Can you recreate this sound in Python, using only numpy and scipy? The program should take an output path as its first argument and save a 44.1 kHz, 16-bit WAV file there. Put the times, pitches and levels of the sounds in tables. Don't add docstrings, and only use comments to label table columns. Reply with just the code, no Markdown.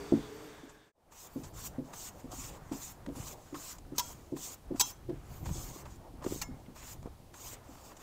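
import sys
import numpy as np
from scipy import signal
from scipy.fft import rfft, irfft
from scipy.io import wavfile
from scipy.ndimage import uniform_filter1d

SR = 44100
rng = np.random.default_rng(int(sys.argv[2]) if len(sys.argv) > 2 else 0)


def transcribe(u):
    v = np.clip(np.atleast_2d(u).T, -1, 1)
    q = np.round(v * 32767).astype(np.int16)
    wavfile.write(sys.argv[1], SR, q)


def ratio(d):
    e = np.asarray(d, float) / 20
    return 10 ** e


N = 353858
RING = SR // 4

FADE_OUT_S, SILENCE_S, FADE_IN_S = 0.54, 0.921, 1.42

# (frequency [Hz], level [dB])
ROAR_COLOUR = [(50, -18), (120, -7.5), (500, -8.5), (1000, -11), (2500, -20.5), (4100, -30), (6000, -23.5),
               (8600, -26.5), (9400, -34.5), (15500, -34)]
# (time [s], level [dB])
LOADER_LEVEL = [
    (0.0, -51.5),
    (0.594, -57),
    (0.93, -70.5),
]
# (frequency [Hz], width [Hz], level [dB])
HOUSING = [(2180, 200, -19), (3520, 320, -11.5)]
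# (time [s], frequency [Hz], level [dB])
TURBO_PATH = [(0, 14600, -25), (.2, 14100, -23), (.34, 13900, -18), (.42, 13000, -17), (.46, 12900, -18),
              (.5, 12200, -30), (.58, 11800, -28), (.7, 12450, -23)]
# (frequency [Hz], level [dB])
PUMP_TONES = [(301.5, -5), (412, -3), (444, -5.5)]
# (time [s], pump hum [dB], valve hiss [dB], fan whine [dB])
ENGINE_LOAD = [(0, 6, -29, -10), (.2, 4.5, -22, -14), (.45, 3, -13, -14), (.6, -4, -8.5, -19),
               (.9, 3, -3, -17)]

# (frequency [Hz], level [dB per Hz])
WIND_COLOUR = [(8.8, -21), (15, -7), (38, 0), (135, -4.5), (216, -16.5), (326, -14.5), (400, -22),
               (520, -58), (880, -120)]
# (time [s], level [dB])
GUST_PEAKS = [(0.16, -52), (1.47, -50.5), (1.66, -51), (2.4, -47), (2.7, -55), (3.08, -58), (3.2, -47.5),
              (3.9, -53), (4.15, -53.5), (4.75, -47), (5.12, -48), (5.3, -49.5), (5.5, -38.5), (5.9, -49.5),
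              (6.28, -43), (6.52, -49.5), (6.9, -48.5), (7.08, -51), (7.5, -52)]
BREEZE_DB, GUST_RISE_DB_PER_S, GUST_FALL_DB_PER_S = -62.5, 75, 70

# (time [s], peak [dB])
SLAB_LANDINGS = [
    (0.1218, -12.5),
    (0.1386, -23.5),
    (0.172, -30.5),
]
# (frequency [Hz], level [dB], time to fall 60 dB [s])
FORK_MODES = [(106, -13, 0.22), (156, -6.5, 0.22), (225.7, -0.5, 0.2), (282.5, 5, 0.14), (330, 5.5, 0.12),
              (400, -9, 0.082), (517, -6.5, 0.066), (644, -4, 0.042), (916, -17, .04)]

# (time [s], peak [dB], centre [Hz], fall [dB per 20 ms], brightness [dB])
SLAB_THUMPS = [(0.633, -42, 263, 7, -21), (1.359, -29, 254, 5.5, -4.5), (1.783, -26.5, 249, 5, -3.5),
               (2.242, -35, 242, 6, -3), (2.383, -44.5, 242, 15, -8), (2.714, -27, 288, 7.5, -11),
               (3.083, -30.5, 263, 6, -4), (3.166, -38.5, 246, 3, 1), (3.527, -33, 316, 5.5, -9),
               (3.92, -32.5, 318, 7, -7.5), (4.322, -26, 324, 6, -11), (4.708, -25, 331, 8.5, -6.5),
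               (5.09, -28, 346, 5, -9.5), (5.481, -38, 203, 9, -2), (5.556, -40, 375, 6, -3),
               (6.137, -44, 260, 9, -16), (6.275, -49, 300, 26, -10), (6.487, -39, 234, 6, -15),
               (6.682, -41, 222, 3.5, -5), (7.69, -43.5, 277, 5.5, -6)]
# (frequency [Hz], level [dB])
SLAB_MODES = [(140, 4.5), (163, -2.5), (221, 0.5), (262, 0), (285, 0.5), (328, 7.5), (372, -3.5), (410, -2),
              (480, -2), (520, 3.5), (640, -5.5), (720, -14), (870, -11), (1050, -15)]
PAD_CYCLES, PAD_DB, REBOUND_S, REBOUND_DB = 1.96, 3.5, 0.01113, -5

# (time [s], peak [dB], length [ms], knock [dB])
TUFT_TICKS = [(0.691, -51, 7.3, -51), (1.121, -62, 2.1, -50.5), (1.4332, -43.5, 9, -45),
              (1.9325, -44, 4.2, -39), (2.1908, -59, 11, -48), (2.3162, -41.5, 4.9, -52),
              (2.7174, -56, 7.5, -38), (3.0627, -54, 1.7, -39), (3.1527, -59, 3.2, -44),
              (3.5442, -62, 2.3, -37), (3.784, -46, 2.1, -47), (4.3651, -64, 3.1, -39.5),
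              (4.759, -53, 4.2, -45), (5.456, -50, 4.9, -36.5), (5.4886, -58, 4.4, -39.5),
              (5.8094, -64, 2.6, -68), (5.852, -61, 5.4, -41.5), (6.219, -58, 7.2, -42),
              (6.241, -43, 3.4, -35), (6.261, -54, 3.3, -37.5), (6.311, -60, 2.2, -53),
              (6.326, -60, 3.3, -46), (6.758, -64, 5.2, -43), (7.028, -53, 1.4, -43.5),
              (7.061, -65, 3.6, -51), (7.339, -53, 4, -44.5), (7.753, -64, 2.1, -45.5),
              (7.918, -67, 2.1, -45), (7.966, -49, 4.5, -48)]

# (frequency [Hz], level [dB per Hz])
YARD_COLOUR = [(59, -10.5), (100, -13), (519, -16.5), (774, -16.5), (1160, -23.5), (1550, -28.5),
               (2320, -33), (2930, -34.5), (4370, -35.5), (15500, -40.5)]
# (time [s], level [dB])
YARD_LEVEL = [(1.0, -60.5), (1.5, -58.5), (2.35, -59), (3.7, -61.5), (5.1, -63), (5.67, -57.5),
              (5.9, -60.5), (7.26, -63), (8.02, -59.5)]

# (landing [s], speeding up [ms], time down [ms], hiss [dB], landing below it [dB])
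PRESSED_STROKES = [(1.124, 100, 150, -52, 10), (1.543, 240, 130, -44, 14), (1.938, 117, 149, -48.5, 3.5),
                   (2.318, 126, 180, -50, 4.5), (2.726, 124, 194, -48.5, 4), (3.162, 114, 172, -49, 5.5),
                   (3.554, 160, 176, -48, 4), (3.964, 166, 162, -50, 4), (4.371, 76, 175, -45, 8.5),
                   (4.763, 110, 147, -47, 12.5), (5.455, 180, 366, -48, 7), (6.238, 85, 196, -47.5, 10.5),
                   (6.759, 200, 175, -51, 8.5), (7.343, 128, 200, -47, 13)]
# (landing [s], speeding up [ms], time down [ms], hiss [dB], landing below it [dB])
LIGHT_DRAGS = [(1.289, 170, 194, -63, 6.2), (1.84, 80, 70, -67.5, 6), (2.13, 56, 74, -63.5, 12),
               (2.23, 76, 91, -71, 3), (2.51, 18, 65, -63, 0.33), (2.6, 100, 130, -69, 6.3),
               (2.93, 10, 12, -68, 1), (3.08, 70, 84, -68, 8), (3.35, 270, 250, -67, 1.4),
               (4.15, 30, 280, -66, 0.33), (5.098, 200, 180, -73, 8), (5.29, 46, 160, -61, 5.3),
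               (5.86, 46, 104, -65.5, 2.9), (6.55, 20, 280, -74, 4.3), (7.0, 36, 335, -79, 2),
               (7.64, 210, 290, -59.5, 10.7), (7.951, 61, 120, -61, 11), (3.745, 7.3, 9.4, -64, 4)]
# (frequency [Hz], level [dB per Hz])
BRISTLE_COLOUR = [(300, -71), (520, -20.5), (1030, -2), (1670, -13.5), (2900, -11), (4200, -11.5),
                  (5700, -6), (6950, -0.5), (8300, -6), (9400, -17), (10700, -13), (11600, -15.5),
                  (13600, -7.5), (15600, -10)]
LAND_S, SLOWING_DB_PER_S, LIFT_S = 0.018, 69, 0.017
TOUCH_DB = -21
DUST_DB, SETTLE_DB_PER_S = -16, 250
TIPS_DB, FLICK_DB, FLICK_S = -1.5, 3, 0.034

# (frequency [Hz], width [Hz], level [dB])
BLADE_BANDS = [(4640, 130, 0.5), (10700, 220, 1), (13900, 300, 3)]
# (start [s], end [s], low band [dB], middle band [dB], high band [dB])
BLADE_TRAILS = [(1.282, 1.53, -78, -78, -73), (3.108, 3.22, -90, -68, -84), (3.36, 3.5, -92, -78, -88),
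                (5.233, 5.453, -81, -78, -90), (5.297, 5.46, -90, -90, -70), (7.74, 7.948, -76, -85, -82)]
# (time [s], frequency [Hz], level [dB])
SQUEAK_PATH = [(5.21, 8600, -100), (5.235, 10400, -74), (5.27, 12700, -75), (5.3, 15200, -71),
               (5.345, 15000, -80), (5.375, 14000, -71), (5.39, 13900, -100)]

# (time [s], peak [dB], pitch [Hz], cycles to the peak)
HANDLE_KNOCKS = [(2.414, -49, 152, 0.25), (2.617, -43, 150.4, 0.68), (3.073, -34.5, 217, 0.54),
                 (3.198, -31, 131, 0.64), (4.745, -31.5, 285, 1.04), (5.311, -39, 150, .8),
                 (5.426, -36, 150, 0.89), (1.415, -44, 282, 1.7), (1.84, -42, 280, 1.4),
                 (2.333, -41, 300, 1.2), (5.125, -43.5, 324, 1.9), (6.542, -44, 202, 0.5),
                 (6.568, -46, 160, .6), (5.508, -29, 150, 0.85), (5.76, -40.5, 338, 1),
                 (6.2178, -45, 231, 0.5), (6.247, -33, 382, 0.97), (6.2631, -23, 325, 0.95),
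                 (6.2715, -28.5, 354, 0.64), (6.295, -48, 233, 0.65), (6.31, -34, 264, 0.58),
                 (6.3212, -26, 344, 0.94), (6.344, -37, 328, 0.58), (6.36, -34, 278, 0.48),
                 (7.0581, -28.5, 272, 0.27), (7.073, -36.5, 410, 0.46), (7.126, -54, 110, .4),
                 (7.2, -46, 130, 0.32), (7.531, -41, 507, 0.7)]

# (time [s], peak [dB], pitch [Hz], length [ms])
HANDLE_RAPS = [(3.547, -53, 2800, 1.6), (3.549, -37, 1070, 3.2), (3.557, -47, 1270, 4.3),
               (3.848, -57, 1400, 2.7), (3.852, -69, 2500, 2), (3.949, -50.5, 1300, 2.8),
               (3.089, -43, 640, 1.68), (6.417, -40, 1940, 4.3), (6.418, -37.5, 2760, 4.2),
               (6.263, -40, 1180, 2), (1.785, -45.5, 640, 4), (5.093, -42, 660, 4.6), (3.98, -41, 480, 2.3),
               (4.744, -45, 700, 4), (4.798, -43, 310, 10), (6.66, -61, 2100, 3), (6.66, -61, 3000, 3),
               (7.059, -48, 860, 2.7)]

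# (start [s], end [s], level [dB], thin rasp on top [dB])
BACK_SCRAPES = [(2.298, 2.356, -52, -18), (2.42, 2.573, -62, 2), (3.16, 3.245, -55, -2.5),
                (4.708, 4.81, -56, -21), (5.087, 5.408, -67, -3), (5.405, 5.627, -57, -11),
                (6.2, 6.385, -56, -10), (6.76, 6.93, -60.5, -1), (7.024, 7.098, -53.5, -22),
                (7.485, 7.598, -62, -1), (7.73, 7.957, -62.5, -21)]
# (frequency [Hz], width [Hz], level [dB])
GRIT_BANDS = [(750, 210, -2.5), (1160, 350, -4.5)]
# (frequency [Hz], width [Hz], level [dB])
RASP_BANDS = [(1680, 1400, -2), (2560, 2800, -4)]

# (time [s], peak [dB], scrape length [ms], blade ring [dB], handle [dB])
EDGE_CATCHES = [
    (4.7975, -12.5, 4.98, -2.5, -14),
    (4.808, -10.5, 3.61, -8.5, -19),
]
# (time [s], peak [dB], scrape length [ms], blade ring [dB], handle [dB])
HEEL_CATCHES = [
    (3.9815, -15, 3.3, -29, -18),
    (3.9926, -17.5, 3.8, -10.5, -10),
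]
# (time [s], peak [dB], scrape length [ms], blade ring [dB], handle [dB])
CORNER_CATCHES = [
    (6.4158, -23.5, 4, -1, -11),
    (6.4205, -28, 4.1, -10.5, -17),
]
# (frequency [Hz], level [dB], time to fall 60 dB [s])
BLADE_MODES = [(1390, -16, 0.12), (2670, -15, 0.25), (3278, -10, 0.27), (3871, 2, .06), (3930, -9, 0.15),
               (4613, -5, 0.06), (5373, -4, 0.22), (6105, -7, 0.28), (6196, -1, 0.16), (6950, 2, .06),
               (7063, -3, 0.14), (7600, 0, 0.11), (7850, 6, 0.05), (12250, -10, .05)]
# (frequency [Hz], level [dB], time to fall 60 dB [s])
HEEL_MODES = [(1362, -9, .13), (2697, -16, .18), (3262, -8, .26), (3924, -10, .13), (4667, -9, .13),
              (4953, -16, .12), (5373, -5, .18), (5868, -12, .15), (6185, -3, .18), (7052, -8, .18),
              (7300, 3, .04), (7973, -10, .25), (12250, -10, .05)]
# (frequency [Hz], level [dB], time to fall 60 dB [s])
CORNER_MODES = [(1351, -10, 0.1), (1707, -21, 0.24), (2153, -23, 0.42), (2165, -24, 0.42), (2350, -5, 0.03),
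                (4398, -8, .043), (4592, -21, 0.2), (5329, -16, 0.22), (6202, -10, .11), (6700, -4, .05),
                (7040, -11, 0.17), (7700, -9, 0.07), (12140, -15, 0.1), (12900, -15, 0.08)]
# (frequency [Hz], level [dB], time to fall 60 dB [s])
HANDLE_MODES = [(767, -6, 0.032), (844, -4.5, 0.1), (980, 0.5, 0.085), (1057, -5.5, 0.048),
                (1140, -16, 0.18), (1560, -19, 0.024)]
# (frequency [Hz], level [dB], time to fall 60 dB [s])
GRIP_MODES = [(800, -6, 0.057), (960, 3, 0.13), (1124, -4, 0.069), (1372, -21, 0.31), (1630, -6, .05),
              (2060, -8, 0.051)]
# (frequency [Hz], level [dB per Hz])
EDGE_COLOUR = [(350, -8.5), (600, -16), (966, -5.5), (1860, -12.5), (3770, -1), (4370, -1), (6310, 4.5),
               (9500, -10.5), (15500, -1)]
MINOR_DB, MINOR_T60_S = -9, .08


def noise():
    return rng.standard_normal(N)


def curve(table):
    s, *columns = np.transpose(sorted(map(tuple, table)))
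    return [np.interp(np.arange(N) / SR, s, column) for column in columns]


def colour(x, spectrum, lo_hz=0., hi_hz=SR):
    hz, db = np.transpose(spectrum)
    f = np.arange(len(x) // 2 + 1) * SR / len(x)
    shaped = rfft(x) * ratio(np.interp(np.log(f + 1), np.log(hz), db))
    inside = shaped[(f >= lo_hz) & (f <= hi_hz)]
    return irfft(shaped, len(x)) * len(x) / np.sqrt(2 * np.sum(abs(inside) ** 2))


def split(x, lo_hz, hi_hz):
    low = signal.sosfiltfilt(signal.butter(2, lo_hz, fs=SR, output="sos"), x)
    high = signal.sosfiltfilt(signal.butter(4, hi_hz, "high", fs=SR, output="sos"), x)
    return low, x - low - high, high


def resonances(x, peaks):
    out = 0
    for hz, width, db in peaks:
        rung = signal.lfilter(*signal.iirpeak(hz, hz / width, fs=SR), x)
        out = out + ratio(db) * rung / rung.std()
    return out


def walk(rate, size=N):
    k = int(SR / rate)
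    held = np.repeat(rng.standard_normal(size // k + 1), k)
    return 1.3 * uniform_filter1d(uniform_filter1d(held, k), k)[:size]


def whistle(table, waver_hz):
    hz, db = curve(table)
    phase = 2 * np.pi * np.cumsum(hz + waver_hz * walk(80)) / SR
    return ratio(db + 5.5 * walk(60)) * np.sin(phase)


def swell(ms):
    return 1 - np.exp(-np.arange(RING) / SR * 1000 / max(ms, .2))


def ring(hz, db, t60, turn=0, together=False):
    t = np.arange(RING)[:, None] / SR
    sign = -1 if together else (-1) ** np.arange(len(hz))
    decay = np.exp(-np.log(1000) * t / t60)
    return (sign * ratio(db) * decay * np.sin(2 * np.pi * hz * t + turn)).sum(axis=1)


def burst(ms):
    u = np.arange(SR // 20) / SR * 1000 / max(ms, 1)
    return u ** 1.29 * np.exp(1 - 1.13 * u) * rng.standard_normal(SR // 20)


def add(track, s, sound, peak_db):
    i = int(s * SR)
    track[i:i + len(sound)] += (sound * ratio(peak_db) / abs(sound).max())[:N - i]


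def fade():
    return np.interp(np.arange(N) / SR, [FADE_OUT_S, SILENCE_S, FADE_IN_S], [1, 0, 1])


def loader():
    hum_db, valve_db, whine_db = curve(ENGINE_LOAD)
    roar = ratio(.8 * walk(15)) * colour(noise(), ROAR_COLOUR, lo_hz=600., hi_hz=9000.)
    hum = 0
    for hz, db in PUMP_TONES:
        phase = 2 * np.pi * np.cumsum(hz + 8 * walk(30)) / SR
        hum = hum + ratio(db + 3 * walk(25)) * np.sin(phase)
    housing = sum(resonances(noise(), [band]) * ratio(3 * walk(14)) for band in HOUSING)
    whine = ratio(whine_db) * resonances(noise(), [(4580, 230, 0.003)])
    valve = ratio(valve_db) * resonances(noise(), [(1655, 120, 0)])
    engine = roar + housing + whine + ratio(hum_db) * hum + valve + whistle(TURBO_PATH, waver_hz=90)
    return ratio(curve(LOADER_LEVEL)[0]) * engine * (np.arange(N) < SILENCE_S * SR)


def wind():
    t = np.arange(0, N / SR, .01)
    power = ratio(2 * BREEZE_DB)
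    for s, db in GUST_PEAKS:
        drop_db = np.maximum(GUST_RISE_DB_PER_S * (s - t), GUST_FALL_DB_PER_S * (t - s))
        power = power + ratio(2 * (db - drop_db))
    strength = curve(np.transpose([t, np.sqrt(power)]))[0]
    eddies = noise() * ratio(2 * walk(18))
    return fade() * strength * colour(eddies, WIND_COLOUR, lo_hz=12.0, hi_hz=126.0)


def slab_drop():
    out = np.zeros(N)
    for s, peak_db in SLAB_LANDINGS:
        rung = ring(*np.transpose(FORK_MODES), together=True)
        add(out, s, swell(ms=1.17) ** 2 * rung, peak_db)
    return out


def thumps():
    out = np.zeros(N)
    hz, db = np.transpose(SLAB_MODES)
    for s, peak_db, centre, fall_db, bright_db in SLAB_THUMPS:
        chance_db = 2.2 * rng.standard_normal(len(hz))
        spot_db = np.maximum(-38 * np.log2(hz / centre) ** 2, bright_db) + chance_db
        t60 = 1.2 / max(fall_db, 1) * (280 / hz) ** 0.64
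        blow = swell(ms=2.53) ** 3 * ring(hz, db + spot_db, t60, together=True)
        lag = int(0.0105 * SR)
        blow[lag:] += ratio(-9.0) * blow[:-lag]
        u = np.arange(RING) / SR * centre / PAD_CYCLES
        pad = u ** 3 * np.exp(3 - 3 * u) * np.sin(2 * np.pi * PAD_CYCLES * u)
        lag = int(REBOUND_S * SR)
        pad[lag:] += ratio(REBOUND_DB) * pad[:-lag]
        add(out, s - .0032, blow / abs(blow).max() + ratio(PAD_DB) * pad, peak_db)
    return out


def ticks():
    out = np.zeros(N)
    for s, peak_db, ms, knock_db in TUFT_TICKS:
        puff = burst(ms)
        add(out, s - .001, split(colour(puff, BRISTLE_COLOUR), 2100, 12000)[1], peak_db)
        add(out, s - .001, resonances(puff, [(905, 180, 1.9), (642, 330, 3.0)]), knock_db)
    return out


def yard():
    air = colour(noise(), YARD_COLOUR, lo_hz=390.0, hi_hz=1470.0)
    low, middle, high = split(air, 350, 2130)
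    moving = low * ratio(1.1 * walk(8.5))
    for part in split(middle, 780, 1040):
        moving = moving + part * ratio(3.8 * walk(22))
    started = np.arange(N) > SILENCE_S * SR
    return fade() * (ratio(curve(YARD_LEVEL)[0]) * moving + ratio(-61.5) * high) * started


def pressure():
    t = np.arange(0, N / SR, .001)
    power, flick = 1e-12, 0
    for land, rise_ms, down_ms, db, soft_db in PRESSED_STROKES + LIGHT_DRAGS:
        fast, lift = land + min(rise_ms, down_ms) / 1000, land + down_ms / 1000
        end_db = db - SLOWING_DB_PER_S * (lift - fast)
        land_db, dust_db = db - soft_db, end_db + DUST_DB
        gone = lift + LIFT_S
        times = [land - 2 * LAND_S, land - LAND_S, land, fast, lift, gone, gone + 1]
        levels = [-120, land_db + TOUCH_DB, land_db, db, end_db, dust_db, dust_db - SETTLE_DB_PER_S]
        stroke = ratio(2 * np.interp(t, times, levels))
        power = power + stroke
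        flick = flick + stroke * np.exp(-np.maximum(lift - t, 0) / FLICK_S)
    return curve(np.transpose([t, 10 * np.log10(power), flick / power]))


def patchy(x, patchy_db):
    z = signal.stft(x, nperseg=512)[2]
    field = uniform_filter1d(rng.standard_normal(z.shape), size=4, axis=0)
    field = uniform_filter1d(field, size=5, axis=1)
    return signal.istft(z * ratio(patchy_db * field / field.std()), nperseg=512)[1][:N]


def brush():
    hiss_db, flick = pressure()
    slips = noise() * ratio(0.8 * np.minimum(rng.exponential(size=N), 5))
    hiss = colour(patchy(slips, 2.6), BRISTLE_COLOUR, lo_hz=3830.0, hi_hz=9300.0)
    low, middle, high = split(hiss, 2900, 9700)
    chips = (rng.random(N) < 250 / SR) * noise()
    low = low * ratio(1.6 * walk(40))
    low = low + resonances(chips, [(794, 300, -25.5), (1260, 2300, -19.0)])
    low = low * ratio(np.clip(-.6 * (hiss_db + 54.5), -8, 7))
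    high = high * ratio(TIPS_DB + FLICK_DB * flick + 0.23 * walk(33))
    middle = middle * ratio(1.4 * walk(32))
    started = np.arange(N) > SILENCE_S * SR
    return started * ratio(hiss_db + 1.2 * walk(45)) * (low + middle + high)


def trailing():
    t = np.arange(N) / SR
    out = whistle(SQUEAK_PATH, waver_hz=260)
    for k, band in enumerate(BLADE_BANDS):
        touch = 0
        for start, end, *levels in BLADE_TRAILS:
            span = np.interp(t, [start, start + .03, end - .02, end], [0, 1, 1, 0])
            touch = touch + ratio(levels[k]) * span
        out = out + touch * resonances(noise(), [band]) * ratio(2.5 * walk(30))
    return out


def knocks():
    out = np.zeros(N)
    slab = ring(*np.transpose(SLAB_MODES), 0.031)
    soft_ring = swell(ms=1.9) * ratio(-12) * slab / abs(slab).max()
    t = np.arange(RING) / SR
    for s, peak_db, pitch, cycles in HANDLE_KNOCKS:
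        u = t * pitch / max(cycles, .2)
        tone = np.sin(2 * np.pi * pitch * t) + ratio(-22.5) * np.sin(2 * np.pi * 2.16 * pitch * t)
        add(out, s, u ** 2 * np.exp(2 - 2 * u) * tone + soft_ring, peak_db)
    return out


def raps():
    out = np.zeros(N)
    for s, peak_db, hz, ms in HANDLE_RAPS:
        add(out, s - .001, resonances(burst(ms), [(hz, hz / 12.0, 0)]), peak_db)
    return out


def scrapes():
    t = np.arange(N) / SR
    touch, thin = 0, 0
    for start, end, db, rasp_db in BACK_SCRAPES:
        span = np.interp(t, [start, start + 0.03, end - .02, end], [0, 1, 1, 0])
        touch = touch + ratio(db) * span
        thin = thin + ratio(db + rasp_db) * span
    grit = (rng.random(N) < 600 / SR) * noise() * ratio(4 * walk(50))
    rasp = noise() * ratio(3 * walk(60))
    crackle = split(resonances(grit, GRIT_BANDS), 300, 1380)[1]
    return touch * crackle + thin * split(resonances(rasp, RASP_BANDS), 1330, 3800)[1]


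def clangs(catches, blade, chatter_db, handle=HANDLE_MODES):
    out = np.zeros(N)
    for s, peak_db, ms, ring_db, handle_db in catches:
        hz, db = rng.uniform(2300, 9000, size=24), rng.normal(0, 4, size=24)
        minor = swell(ms) * ring(hz, db, rng.uniform(.4, 1.6, size=24) * MINOR_T60_S)
        body = ratio(ring_db + MINOR_DB) * minor / abs(minor).max()
        for modes, body_db in ((blade, ring_db), (handle, handle_db)):
            hz, db, t60 = np.transpose(modes)
            flutter = np.transpose([walk(110, size=RING) for _ in hz])
            waver = np.transpose([walk(110, size=RING) for _ in hz])
            rung = swell(ms) * ring(hz, db + chatter_db * flutter, t60, turn=.2 * chatter_db * waver)
            body = body + ratio(body_db) * rung / abs(rung).max()
        edge = colour(np.pad(burst(ms), (0, RING - SR // 20)), EDGE_COLOUR)
        i = int(s * SR)
        out[i:i + RING] *= 1 - .85 * swell(ms)
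        add(out, s - ms / 3000, edge / abs(edge).max() + body, peak_db)
    return out


def scene():
    dip = np.clip(abs(np.arange(N) / SR - SILENCE_S) / 0.045, 0, 1)
    background = dip * (loader() + wind() + yard())
    hits = slab_drop() + thumps() + ticks() + knocks() + raps() + scrapes()
    hits = hits + clangs(HEEL_CATCHES, HEEL_MODES, 4.5, GRIP_MODES)
    hits = hits + clangs(EDGE_CATCHES, BLADE_MODES, 4.5) + clangs(CORNER_CATCHES, CORNER_MODES, 2.2)
    return (background + hits + brush() + trailing())[None]


def band_limit(x):
    return signal.sosfilt(signal.butter(12, 16810, fs=SR, output="sos"), x)


def record(dry):
    top_cut = signal.ellip(10, .2, 70, 15600, fs=SR, output="sos")
    dull = signal.sosfilt(top_cut, dry)
    return band_limit(dull)


dry = scene()
out = record(dry)
transcribe(out)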